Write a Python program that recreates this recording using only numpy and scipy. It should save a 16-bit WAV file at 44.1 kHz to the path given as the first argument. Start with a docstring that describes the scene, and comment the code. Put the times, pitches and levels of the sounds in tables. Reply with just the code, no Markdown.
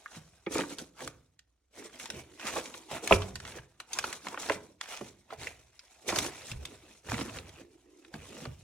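"""Plastic crates are shifted and cardboard and wrappers waded through, in sandals, close to the microphone.
The place is an open shed: rubbing noise scrapes and crinkles at each shove, edges snap as short noise bursts,
and struck boxes, feet and pushed crates ring as clusters of decaying modes.
Once a crate is set down hard: it knocks, its rim cracks, and the box under it booms.
A short scattered tail and faint low-heavy air surround it, heard through two close microphone ports."""
import sys
import numpy as np
from scipy import signal
from scipy.fft import rfft, irfft, next_fast_len
from scipy.io import wavfile
from scipy.ndimage import uniform_filter1d, map_coordinates

SR = 44100
rng = np.random.default_rng(int(sys.argv[2]) if len(sys.argv) > 2 else 0)


def dump(signal):
    """Clip the signal to [-1, 1] and save it as 16-bit WAV at the path in sys.argv[1]."""
    limited = np.clip(np.atleast_2d(signal).T, -1, 1)
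    pcm = np.round(limited * 32767).astype(np.int16)
    wavfile.write(sys.argv[1], SR, pcm)


N = 380583

GRIP_DB_PER_S = 599.5  # how fast shoves and hums take hold
LOOSE_HZ = 1620  # middling pitch of the loose bits, and of the contact before any shove


def amp(db):
    """Decibels to gain."""
    return 10 ** (np.asarray(db) / 20)


def unit(x):
    """Scale to rms 1."""
    return x / np.sqrt(np.mean(x ** 2) + 1e-20)


def along(points, hz):
    """(frequency [Hz], value) points read on a log frequency axis."""
    f, v = np.transpose(points)
    return np.interp(np.log(hz + 1), np.log(f + 1), v)


def wobble(rate):
    """A smooth random curve, rate knots a second."""
    knots = rng.standard_normal(int(N * rate / SR) + 4)
    return map_coordinates(knots, [np.arange(N) * rate / SR])


def filtered(x, response):
    """x times a response of frequency."""
    n = x.shape[-1]
    m = next_fast_len(n + 8192)
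    hz = np.fft.rfftfreq(m, 1 / SR)
    return irfft(rfft(x, m) * response(hz), m)[..., :n]


def coloured(x, spectrum):
    """x through a spectrum, at rms 1."""
    return unit(filtered(x, lambda hz: amp(along(spectrum, hz))))


def hump(hz, centre_hz, octaves):
    """Gain of a broad resonance."""
    return 1 / (1 + (np.log2((hz + 1) / centre_hz) / octaves) ** 2)


def add(track, s, sound):
    """Mix a sound into the track at a time."""
    part = track[round(s * SR):][:len(sound)]
    part += sound[:len(part)]


def swell(start_s, hold_s, rise_db_per_s, fall_db_per_s):
    """Gain that rises to 1 at the start, holds, then dies away."""
    t = np.arange(N) / SR - start_s
    db = rise_db_per_s * np.minimum(t, 0) - fall_db_per_s * np.maximum(t - hold_s, 0)
    gain, heard = np.zeros(N), db > -80
    gain[heard] = amp(db[heard])
    return gain


def effort():
    """Hollow, scrape and crinkle gains and contact pitch: shoves grip, hold, let go and leave litter settling."""
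    # faint rustle between the shoves: (time [s], gain [dB])
    stir_points = [(0.0, -60), (0.46, -67), (0.6, -83.5), (1.71, -84.5), (1.9, -63), (3.27, -55.5),
                   (3.75, -72), (4.13, -53), (4.42, -60.5), (4.62, -82.5), (6.1, -59.5), (6.25, -52),
                   (7.07, -67), (7.26, -55), (7.64, -70), (8.63, -65)]
    # shoves: (start [s], hold [s], scrape gain [dB], hollow box over the scrape [dB],
    #          crinkle over the scrape [dB], resonance of the rubbed piece [Hz])
    shove_rows = [(0.12, .05, -54, -8, -4, 1487), (0.526, .015, -46.5, 0, 0.5, 2310),
                  (0.549, 0.069, -45.5, -1.5, 0.5, 1275), (0.7, 0.023, -50.5, -7, -0.5, 2985),
                  (0.792, 0.017, -53, 6.5, 2, 1094), (0.995, 0.02, -47.5, -6.5, -3.5, 1200),
                  (1.029, 0.036, -53.5, 5.5, -2, 600), (1.761, .11, -54, -1, -4.5, 1801),
                  (1.934, 0.02, -53, -4.5, -3.5, 3096), (2.005, 0.043, -52.5, -5, 0.5, 1525),
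                  (2.107, 0.091, -51, 2, -5.5, 2990), (2.404, 0.074, -47.5, -15, -7.5, 2080),
                  (2.458, 0.045, -39, -6.5, -7, 2063), (2.532, .05, -38, -1, -5, 1085),
                  (2.644, 0.15, -56, -5, 1, 900), (2.92, 0.043, -38.5, -7, -11, 698),
                  (3.039, .03, -45, -5, -7, 741), (3.088, 0.055, -37.5, -5, -3.5, 2500),
                  (3.179, 0.11, -55, -0.5, -2, 732), (3.43, .15, -51.5, -3.5, -9, 1557),
                  (3.817, 0.019, -63, -1.5, -15, 3745), (3.92, .22, -48.5, -5, -2, 1130),
                  (4.256, 0.086, -53, 2, -5.5, 951), (4.4, 0.14, -44, -5, -5, 764),
                  (4.503, 0.014, -48, 11, 0, 768), (4.832, .03, -51, -16, -8, 3726),
                  (4.89, .08, -47, -15.5, -7.5, 2445), (5.011, .07, -55.5, 3, -1, 1892),
                  (5.317, 0.0097, -48.5, -8.5, -15, 719), (5.403, .08, -47.5, -7.5, -4.5, 2233),
                  (6.086, 0.11, -40.5, -1, -2.5, 700), (6.225, 0.046, -43, -4.5, -2.5, 1000),
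                  (6.321, 0.2, -53.5, -3.5, -3, 2353), (6.598, 0.13, -59.5, 6.5, -11, 3703),
                  (6.739, 0.2, -63.5, -1, -6, 3800), (7.07, 0.016, -51.5, 1.5, -8.5, 1495),
                  (7.1, .115, -45, 2, -3, 1854), (7.253, .135, -51, 2, -4.5, 1415),
                  (7.459, .15, -59.5, -3.5, -9.5, 2600), (8.143, .02, -52, 0, -7, 1197),
                  (8.192, 0.25, -56.5, -4, -6, 2590), (8.31, 0.15, -54, 0.5, -7.5, 2984)]
    release_db_per_s, settle_db, settle_db_per_s = 328.5, -10.5, 113
    times, levels = np.transpose(stir_points)
    stir = amp(np.interp(np.arange(N) / SR, times, levels))
    power = np.outer(amp([-12, -4.5, -6.5]), stir) ** 2  # hollow, scrape, crinkle
    hardest, pitch_hz = np.zeros(N), np.full(N, float(LOOSE_HZ))
    for s, hold_s, db, hollow_db, crinkle_db, contact_hz in shove_rows:
        push = swell(s, hold_s, GRIP_DB_PER_S, release_db_per_s)
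        settle = amp(settle_db) * swell(s, hold_s, GRIP_DB_PER_S, settle_db_per_s)
        gain = amp(db) * np.maximum(push, settle)
        power += np.outer(amp([hollow_db, 0, crinkle_db]) ** 2, gain ** 2)
        # the piece rubbed hardest sets the contact pitch
        pitch_hz = np.where(gain > hardest, contact_hz, pitch_hz)
        hardest = np.maximum(gain, hardest)
    hollow, scrape, crinkle = np.sqrt(power)
    return hollow, scrape, crinkle, pitch_hz


def slips(rate, spread_db, smooth, patchy_db):
    """Tiny uneven stick-slip pulses over smooth friction; the resonances shift as the contact moves."""
    chance, size, grit = rng.random(N), rng.standard_normal(N), rng.standard_normal(N)
    pulses = unit((chance < rate / SR) * np.sign(grit) * amp(spread_db * np.minimum(size, 2)))
    z = signal.stft(pulses + smooth * rng.standard_normal(N), nperseg=512)[2]
    # random gains, smoothed over frequency and then over time
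    field = uniform_filter1d(rng.standard_normal(z.shape), size=2, axis=0)
    field = uniform_filter1d(field, size=7, axis=1)
    return signal.istft(z * amp(patchy_db * unit(field)), nperseg=512)[1][:N]


def resonating(x, pitch_hz):
    """The piece being rubbed adds a resonance of its own, which changes with the shoves."""
    hz, t, z = signal.stft(x, SR, nperseg=512)
    centre_hz = np.interp(t, np.arange(N) / SR, pitch_hz)
    contact = amp(-3) * hump(hz[:, None], centre_hz, octaves=.3)
    return unit(signal.istft(z * (1 + contact), SR, nperseg=512)[1][:N])


def rubbing(hollow_gain, scrape_gain, crinkle_gain, contact_hz):
    """Shoves drag card and plastic over each other: boxes drone, edges scrape, wrappers crinkle."""
    # spectra of boxes, edges and wrappers: (frequency [Hz], relative level [dB])
    hollow_spectrum = [(60, -33.5), (150, -8.5), (230, -2), (340, -1), (480, 0), (620, -7), (1000, -39.5)]
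    scrape_spectrum = [(250, -30), (500, -13.5), (680, -5.5), (1200, -10.5), (1800, -12), (2400, -9),
                       (3400, -15), (5500, -30)]
    crinkle_spectrum = [(1800, -30), (3400, -4.5), (4000, -2.5), (4800, -6.5), (5700, -1), (8000, -4),
                        (10500, -7), (12500, -14), (15800, -24)]
    judder = 0.85 * wobble(130) + 1.43 * wobble(35)  # the whole load catches and lets go
    hollow = coloured(slips(700, 1.8, smooth=0.86, patchy_db=5.0), hollow_spectrum)
    hollow = hollow * hollow_gain * amp(1.4 * judder)
    scrape = coloured(slips(600, 2.8, smooth=0.6, patchy_db=3.2), scrape_spectrum)
    scrape = resonating(scrape, contact_hz) * scrape_gain * amp(0.7 * judder)
    crinkle = coloured(slips(1600, 2.6, smooth=1.0, patchy_db=2.8), crinkle_spectrum)
    crinkle = crinkle * crinkle_gain * amp(1.8 * judder)
    return amp(-.5) * hollow + amp(-1.0) * scrape + amp(3.0) * crinkle


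def rattles(scrape_gain, count):
    """Rows like those of the snaps: loose bits tick at random, as hard as they are being shoved."""
    level_db, spread_db, octaves, t60_s = -2.5, 1.5, 0.85, .025  # level over the scrape gain
    at = (rng.random(count) * N).astype(int)
    size, pitch = np.clip(rng.standard_normal((count, 2)), -2, 2).T
    db = 20 * np.log10(scrape_gain[at]) + level_db + spread_db * size
    pitch_hz = LOOSE_HZ * 2 ** (.6 * pitch)
    return np.column_stack([at / SR, db, pitch_hz, np.full(count, octaves), np.full(count, t60_s)])


def burst(length, pitch_hz, octaves, ripple_db):
    """Noise of rms 1 from a crowd of modes: a bell around the pitch, with a few modes standing out."""
    knots = rng.standard_normal(80)

    def response(hz):
        bell = np.exp(-(np.log2((hz + 1) / pitch_hz) / max(octaves, .2) / 2) ** 2) / np.sqrt(hz + 600)
        ripple = map_coordinates(knots, [np.sqrt(hz / hz[-1]) * (len(knots) - 1)])
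        low_cut = hz / (hz + 250)
        high_cut = 1 / np.sqrt(1 + (hz / 11000) ** 10)
        return bell * amp(ripple_db * ripple) * low_cut * high_cut

    return unit(filtered(rng.standard_normal(length), response))


def thin(x, pitch_hz):
    """A small piece radiates little far below its own pitch."""
    cut_hz = min(pitch_hz / 4, SR / 4)
    return signal.sosfilt(signal.butter(2, cut_hz, "high", fs=SR, output="sos"), x)


def snaps(rows):
    """A snap swells faintly for an instant, then bursts and rings its well-damped modes."""
    out = np.zeros(N)
    swell_s = .01
    t = np.arange(SR // 6) / SR - swell_s  # zero at the burst
    faint = amp(-22.5 + 60 * np.minimum(t, 0) / .025)
    for s, db, pitch_hz, octaves, t60 in rows:
        decay = amp(-60 * np.abs(t) / t60) + amp(-27 - 60 * np.abs(t) / 0.13)  # ring and fainter tail
        envelope = np.where(t < 0, faint, decay)
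        snap = thin(burst(len(t), pitch_hz, octaves, ripple_db=4.0) * envelope, pitch_hz)
        # the level counts the snap's whole energy as if spread over swell_s
        add(out, max(s - swell_s, 0), amp(db) * snap / np.sqrt(np.sum(snap ** 2) / (swell_s * SR)))
    return out


def knocks():
    """A soft blow or footfall rings a cluster of panel modes; big panels are low and slow."""
    # hollow knocks and footfalls: (time [s], peak level [dB], pitch [Hz])
    knock_rows = [(0.166, -40.5, 168.4), (.556, -28, 482), (0.595, -23.5, 437.5), (.812, -35.5, 288),
                  (1.016, -37, 621), (1.077, -41.5, 515), (2.155, -42.5, 138.4), (2.562, -25.5, 1004),
                  (2.924, -42.5, 130), (3.127, -26, 66.3), (3.335, -40.5, 108.6), (3.592, -44.5, 103.9),
                  (4.04, -35, 435.4), (4.503, -18.5, 504), (4.553, -40.5, 199.5), (5.011, -33, 425),
                  (5.016, -36, 221), (5.325, -29.5, 745), (6.091, -25, 557.4), (6.122, -27, 340.2),
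                  (6.177, -34, 148.6), (6.515, -35.5, 120.2), (6.54, -38.5, 52.5), (7.119, -32, 113.3),
                  (7.128, -29, 245.5), (7.19, -32, 280), (7.212, -28.5, 245.2), (7.61, -41.5, 330.7),
                  (8.141, -36, 259.8), (8.456, -34.5, 406.5), (8.474, -32.5, 135)]
    panel = [(.63, -7), (.92, -3.5), (1.09, -3), (1.37, -6.5), (1.9, -10), (2.7, -16.5)]  # (multiple, [dB])
    panel_hz, panel_t60_s, damping = 302, 0.085, 0.35  # ring shortens with this power of the pitch
    sag, sag_s = 0.27, .08  # the pitch sinks towards this share lower as the struck card gives way
    out, t = np.zeros(N), np.arange(SR // 2) / SR
    sinking = np.cumsum(1 - sag * (1 - np.exp(-t / sag_s))) / SR
    for s, db, pitch_hz in knock_rows:
        t60 = panel_t60_s * (panel_hz / pitch_hz) ** damping
        ring = np.zeros(len(t))
        for k, level in panel:
            gain = amp(level + rng.normal(0, 0.26) - 60 * t * np.sqrt(k) / t60)
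            mode_hz = pitch_hz * k * (1 + rng.normal(0, 0.037))
            ring += gain * np.sin(2 * np.pi * mode_hz * sinking + rng.uniform(0, 2 * np.pi))
        ring = ring * (1 - np.exp(-t * pitch_hz / .8))  # soft onset
        add(out, s, amp(db) * ring / np.abs(ring).max())
    return out


def treading(hollow_gain):
    """Body weight makes the flattened boxes rumble, and every shove shakes them a little."""
    # weight put on the boxes: (time [s], gain [dB])
    tread_rows = [(0.181, -60.5), (0.54, -52), (1.06, -56.5), (2.16, -60), (3.125, -43.5), (3.44, -55.5),
                  (4.0, -58.5), (4.521, -58.5), (5.03, -59.5), (5.39, -53), (6.12, -46), (6.525, -51.5),
                  (7.098, -41.5), (7.36, -50), (8.17, -54), (8.48, -52.5)]
    # rumble of the boxes on the ground: (frequency [Hz], relative level [dB])
    ground_spectrum = [(20, -26.5), (45, -4), (70, 3.5), (110, 3.5), (160, -3.5), (300, -36.5)]
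    weight = sum(amp(db) * swell(s, 0, rise_db_per_s=449, fall_db_per_s=72.5) for s, db in tread_rows)
    drag = amp(-17) * hollow_gain
    return coloured(rng.standard_normal(N), ground_spectrum) * np.hypot(weight, drag)


def wavering(hz, t):
    """A mode of a loose wall that keeps shifting its pitch at random, anew every few cycles."""
    share, cycles = 0.053, 4
    drift = np.interp(t * hz / cycles, np.arange(len(t)), rng.standard_normal(len(t)))
    return np.sin(2 * np.pi * hz * np.cumsum(1 + share * drift) / SR)


def skids():
    """A pushed crate catches and jumps; each catch rings its walls a little differently, damped by the ground."""
    # catches: (time [s], peak level [dB])
    skid_rows = [(0.468, -22.5), (.509, -33), (.555, -23.5), (.574, -25.5), (.588, -19.5), (.613, -25),
                 (.634, -33), (.707, -36), (.722, -36)]
    # walls of the pushed crate: (frequency [Hz], relative level [dB])
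    wall_modes = [(185, -7.5), (308, 2), (440, -7), (520, -10.5), (845, -15), (975, -18), (1300, -17),
                  (1800, -20.5), (2320, -17)]
    scatter_db, detune = 3.5, 0.038  # from catch to catch: level of each mode, share of its pitch
    t60_s, rise_cycles = .052, 1.5
    out, t = np.zeros(N), np.arange(SR // 4) / SR
    for s, db in skid_rows:
        ring = np.zeros(len(t))
        for hz, level in wall_modes:
            gain = amp(level + scatter_db * rng.normal()) * (1 - np.exp(-t * hz / rise_cycles))
            ring += gain * wavering(hz * (1 + detune * rng.normal()), t) * rng.choice([-1, 1])
        ring = ring * amp(-60 * t / t60_s)
        add(out, s, amp(db) * ring / np.abs(ring).max())
    return out


def cracks():
    """Rows like those of the snaps: crushed litter buckles in a quick, uneven run of dry cracks."""
    # card and wrappers giving way: (start [s], length [s], middling level [dB], middling pitch [Hz])
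    crunch_rows = [(.545, .075, -45, 2200), (4.896, .095, -52.5, 2270), (5.392, .07, -53, 2406),
                   (6.09, .115, -42.5, 1700), (7.094, .06, -43.5, 1596), (7.165, .06, -46.5, 1783)]
    per_s, spread_db, octaves, t60_s = 110, 3.5, 1, .011
    rows = []
    for start_s, length_s, db, pitch_hz in crunch_rows:
        for s in np.arange(start_s, start_s + length_s, 1 / per_s):
            size, pitch = np.clip(rng.standard_normal(2), -2, 2)
            crack_s = s + rng.random() / per_s
            rows.append((crack_s, db + spread_db * size, pitch_hz * 2 ** (pitch / 2), octaves, t60_s))
    return rows


def droning():
    """A narrow, hollow hum: under an early big shove, then faintly under a run of shoves and twice in a later lull."""
    # hums: (start [s], hold [s], gain [dB])
    hum_rows = [(0.594, 0.11, -53), (2.254, 0.84, -60), (7.595, 0.17, -60.5), (7.867, 0.219, -61)]
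    hum = filtered(rng.standard_normal(N), lambda hz: hump(hz, centre_hz=340, octaves=0.45) ** 2)
    gain = sum(amp(db) * swell(s, hold_s, GRIP_DB_PER_S, fall_db_per_s=245.5) for s, hold_s, db in hum_rows)
    return unit(hum) * gain


def crate():
    """The crate lands in a quick run of contacts, each waking the wall modes near its own centre."""
    # contacts: (time [s], peak level [dB], centre of the blow [Hz])
    blow_rows = [(3.11, -6.5, 735), (3.113, -16, 170), (3.1192, -11.5, 434), (3.124, -4.5, 2325),
                 (3.129, -15.5, 297.2)]
    # the crate's walls: (frequency [Hz], relative level [dB], t60 [s])
    wall_modes = [(189, -8.5, 0.19), (260, -9, 0.097), (393.6, -2.5, 0.14), (513, 1, 0.09), (630, 1, 0.037),
                  (745, -6.5, 0.05), (870, -5, 0.05), (1030, 3, 0.046), (1270, 3, 0.052),
                  (2326, 0.5, 0.037), (2580, -2, 0.035), (3065, -2.5, 0.013), (3490, -2, 0.035)]
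    out, t = np.zeros(N), np.arange(SR // 2) / SR
    for s, db, centre_hz in blow_rows:
        ring = np.zeros(len(t))
        for k, (hz, level, t60) in enumerate(wall_modes):
            gain = amp(level - 60 * t / t60) * hump(hz, centre_hz, 0.75)
            ring += (-1) ** k * gain * wavering(hz, t)
        ring = ring * (1 + np.exp(-t * centre_hz / 6))  # the first swings are up to twice as strong
        crack = burst(len(t), centre_hz, 0.18, ripple_db=2.0) * amp(-10 - 60 * t / 0.033)
        blow = ring / np.abs(ring).max() + crack
        add(out, s, amp(db) * blow / np.abs(blow).max())
    return out


def booming():
    """The broad side of a loaded box swings at one low pitch, unevenly, until the weight settles."""
    # booms: (time [s], gain [dB], pitch [Hz], hold [s])
    boom_rows = [(3.116, -27.5, 96, 0.053), (6.576, -42.5, 68.1, 0.055)]
    t = np.arange(N) / SR
    swing = np.zeros(N)
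    for s, db, hz, hold_s in boom_rows:
        gain = amp(db) * swell(s, hold_s, rise_db_per_s=1502, fall_db_per_s=261.5)
        swing += gain * wavering(hz, t)
    return swing * amp(3 * wobble(35))


def shed(x):
    """Stacked boxes and the roof scatter a short tail, shorter in the treble."""
    # decay of the place: (frequency [Hz], t60 [s])
    decay_points = [(100, 0.92), (500, 0.47), (3000, 0.23), (12000, 0.069)]
    hz, t, z = signal.stft(rng.standard_normal(SR // 2), SR, nperseg=256)
    decay = amp(-60 * t / along(decay_points, hz)[:, None])
    tail = signal.istft(z * decay, SR, nperseg=256)[1]
    delayed = np.pad(x, (300, 0))  # samples before the tail begins
    return signal.fftconvolve(delayed, tail / np.linalg.norm(tail))[:N]


def ports(x, lead_s):
    """Two close microphone ports: one hears slightly first, and scattered points of the litter blur the treble."""
    # likeness of the ports: (frequency [Hz], correlation between the ports [0-1])
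    likeness = [(100, 0.97), (260, 0.92), (500, 0.8), (1000, 0.88), (2200, 0.8), (5000, 0.18),
                (12000, 0.63)]
    # tilt between the ports: (frequency [Hz], leading port minus the other [dB])
    tilt = [(60, -1.5), (180, -1), (350, -2), (650, -4.5), (1200, -0.5), (2800, -1.5), (5000, -0.5),
            (12000, 0.5)]
    z = signal.stft(x, nperseg=128)[2]
    stray = signal.istft(z * np.exp(2j * np.pi * rng.random(z.shape)), nperseg=128)[1][:N]
    stray = unit(stray) * np.std(x)  # same sound, scrambled phases

    def turn(hz):
        return np.arccos(np.clip(along(likeness, hz), 0, 1)) / 2

    mid = filtered(x, lambda hz: np.cos(turn(hz)))
    side = filtered(stray, lambda hz: np.sin(turn(hz)))
    sign = np.array([[1], [-1]])  # leading port, other port

    def placing(hz):
        return amp(sign * along(tilt, hz) / 2) * np.exp(1j * np.pi * sign * hz * lead_s)

    return filtered(mid + sign * side, placing)


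def scene():
    """All the handling, the shed's answer and the still air."""
    # snaps of plastic and card: (time [s], level [dB], pitch [Hz], spread [octaves], t60 [s])
    snap_rows = [(0.06, -40, 1485, 0.16, .03), (0.464, -42, 1870, 0.54, 0.05),
                 (.553, -41.5, 1940, 0.3, .025), (.582, -35, 3400, .9, .025), (0.607, -35, 1420, 0.6, .025),
                 (.636, -41.5, 1364, 0.22, .05), (.708, -47.5, 2720, .9, .04),
                 (0.785, -38.5, 4494, 1.6, .06), (1.076, -37.5, 2600, 1.5, .016),
                 (1.392, -55, 4400, 0.83, .025), (1.998, -42, 4040, 2.1, .035),
                 (2.057, -40.5, 2486, 1.2, .035), (2.102, -35.5, 3785, 1.3, .03),
                 (2.397, -46.5, 2308, 1, .035), (2.469, -33.5, 2640, 1.5, .07),
                 (2.657, -42.5, 3720, 0.74, .04), (2.741, -43, 1382, .9, .04),
                 (3.075, -30, 3210, 1.6, .025), (3.22, -37.5, 1334, 1.1, .04),
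                 (3.356, -37.5, 3060, 1.5, .035), (3.401, -44.5, 2360, 1.2, .03),
                 (3.451, -43.5, 1780, .9, .035), (3.586, -45.5, 1538, 0.58, .04),
                 (3.801, -40, 2110, 1.8, .04), (3.932, -32, 5660, 0.7, .045),
                 (3.988, -26.5, 2350, 1.6, .028), (4.041, -29.5, 1364, 0.82, .028),
                 (4.128, -36.5, 3630, 1.4, .03), (4.269, -35.5, 1174, 0.65, .02),
                 (4.285, -41.5, 1740, 1.5, .02), (4.344, -38, 1051, .55, .035),
                 (4.375, -36, 869, 0.72, .035), (4.498, -24, 1012, .58, .04), (4.52, -36, 2182, 2.7, .04),
                 (4.812, -34.5, 2515, 0.87, .019), (5.011, -46, 982, .6, 0.033),
                 (5.305, -45, 1172, 0.95, .035), (5.471, -34.5, 2167, 0.22, .025),
                 (5.793, -49, 3770, 0.65, .04), (6.09, -29.5, 1618, 1.7, .06),
                 (6.125, -33.5, 797, 0.43, .05), (6.159, -29, 3536, 1.3, .05),
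                 (6.187, -25.5, 4380, 1.2, .03), (6.247, -39, 900, .7, .04), (6.264, -39.5, 3000, 1.1, .03),
                 (6.516, -39, 4824, 1.1, .03), (6.653, -38, 5230, 1.5, .035), (7.088, -42.5, 938, .6, .015),
                 (7.119, -35, 790, .7, .03), (7.141, -37, 1917, 0.7, .04), (7.191, -41.5, 1684, 0.78, .035),
                 (7.211, -42.5, 1503, .9, .025), (7.294, -45, 1498, 0.81, .05),
                 (7.37, -45.5, 2200, .6, .025), (7.387, -42.5, 2696, 0.46, .012),
                 (7.493, -52, 4300, 1, 0.019), (8.048, -54.5, 2090, 0.63, 0.0253),
                 (8.14, -43, 1370, 1.1, .025), (8.454, -41.5, 1245, 0.72, .025)]
    # background air: (frequency [Hz], relative level [dB])
    air_spectrum = [(15, -55.5), (25, -26.5), (58, 2.5), (75, -3.5), (129, -36.5), (274, -19), (919, -40.5),
                    (1660, -38.5), (11000, -50), (15500, -62.5)]
    hollow, scrape, crinkle, contact_hz = effort()
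    near = rubbing(hollow, scrape, crinkle, contact_hz) + droning() + treading(hollow)
    near = near + snaps(snap_rows) + knocks() + skids() + crate() + booming()
    near = near + snaps(rattles(scrape, count=200)) + snaps(cracks())
    air = amp(-77) * coloured(rng.standard_normal(N), air_spectrum)
    tails = np.array([shed(near), shed(near)])  # a separate tail for each side
    diffuse = amp(-25) * filtered(tails, lambda hz: hz / (hz + 350))
    return ports(near + amp(-18.0) * shed(near) + air, lead_s=.00004) + diffuse


def record(dry):
    """The recorder keeps nothing above its band limit."""
    top_hz = 15900
    return filtered(dry, lambda hz: hz < top_hz)


dry = scene()
out = record(dry)
dump(out)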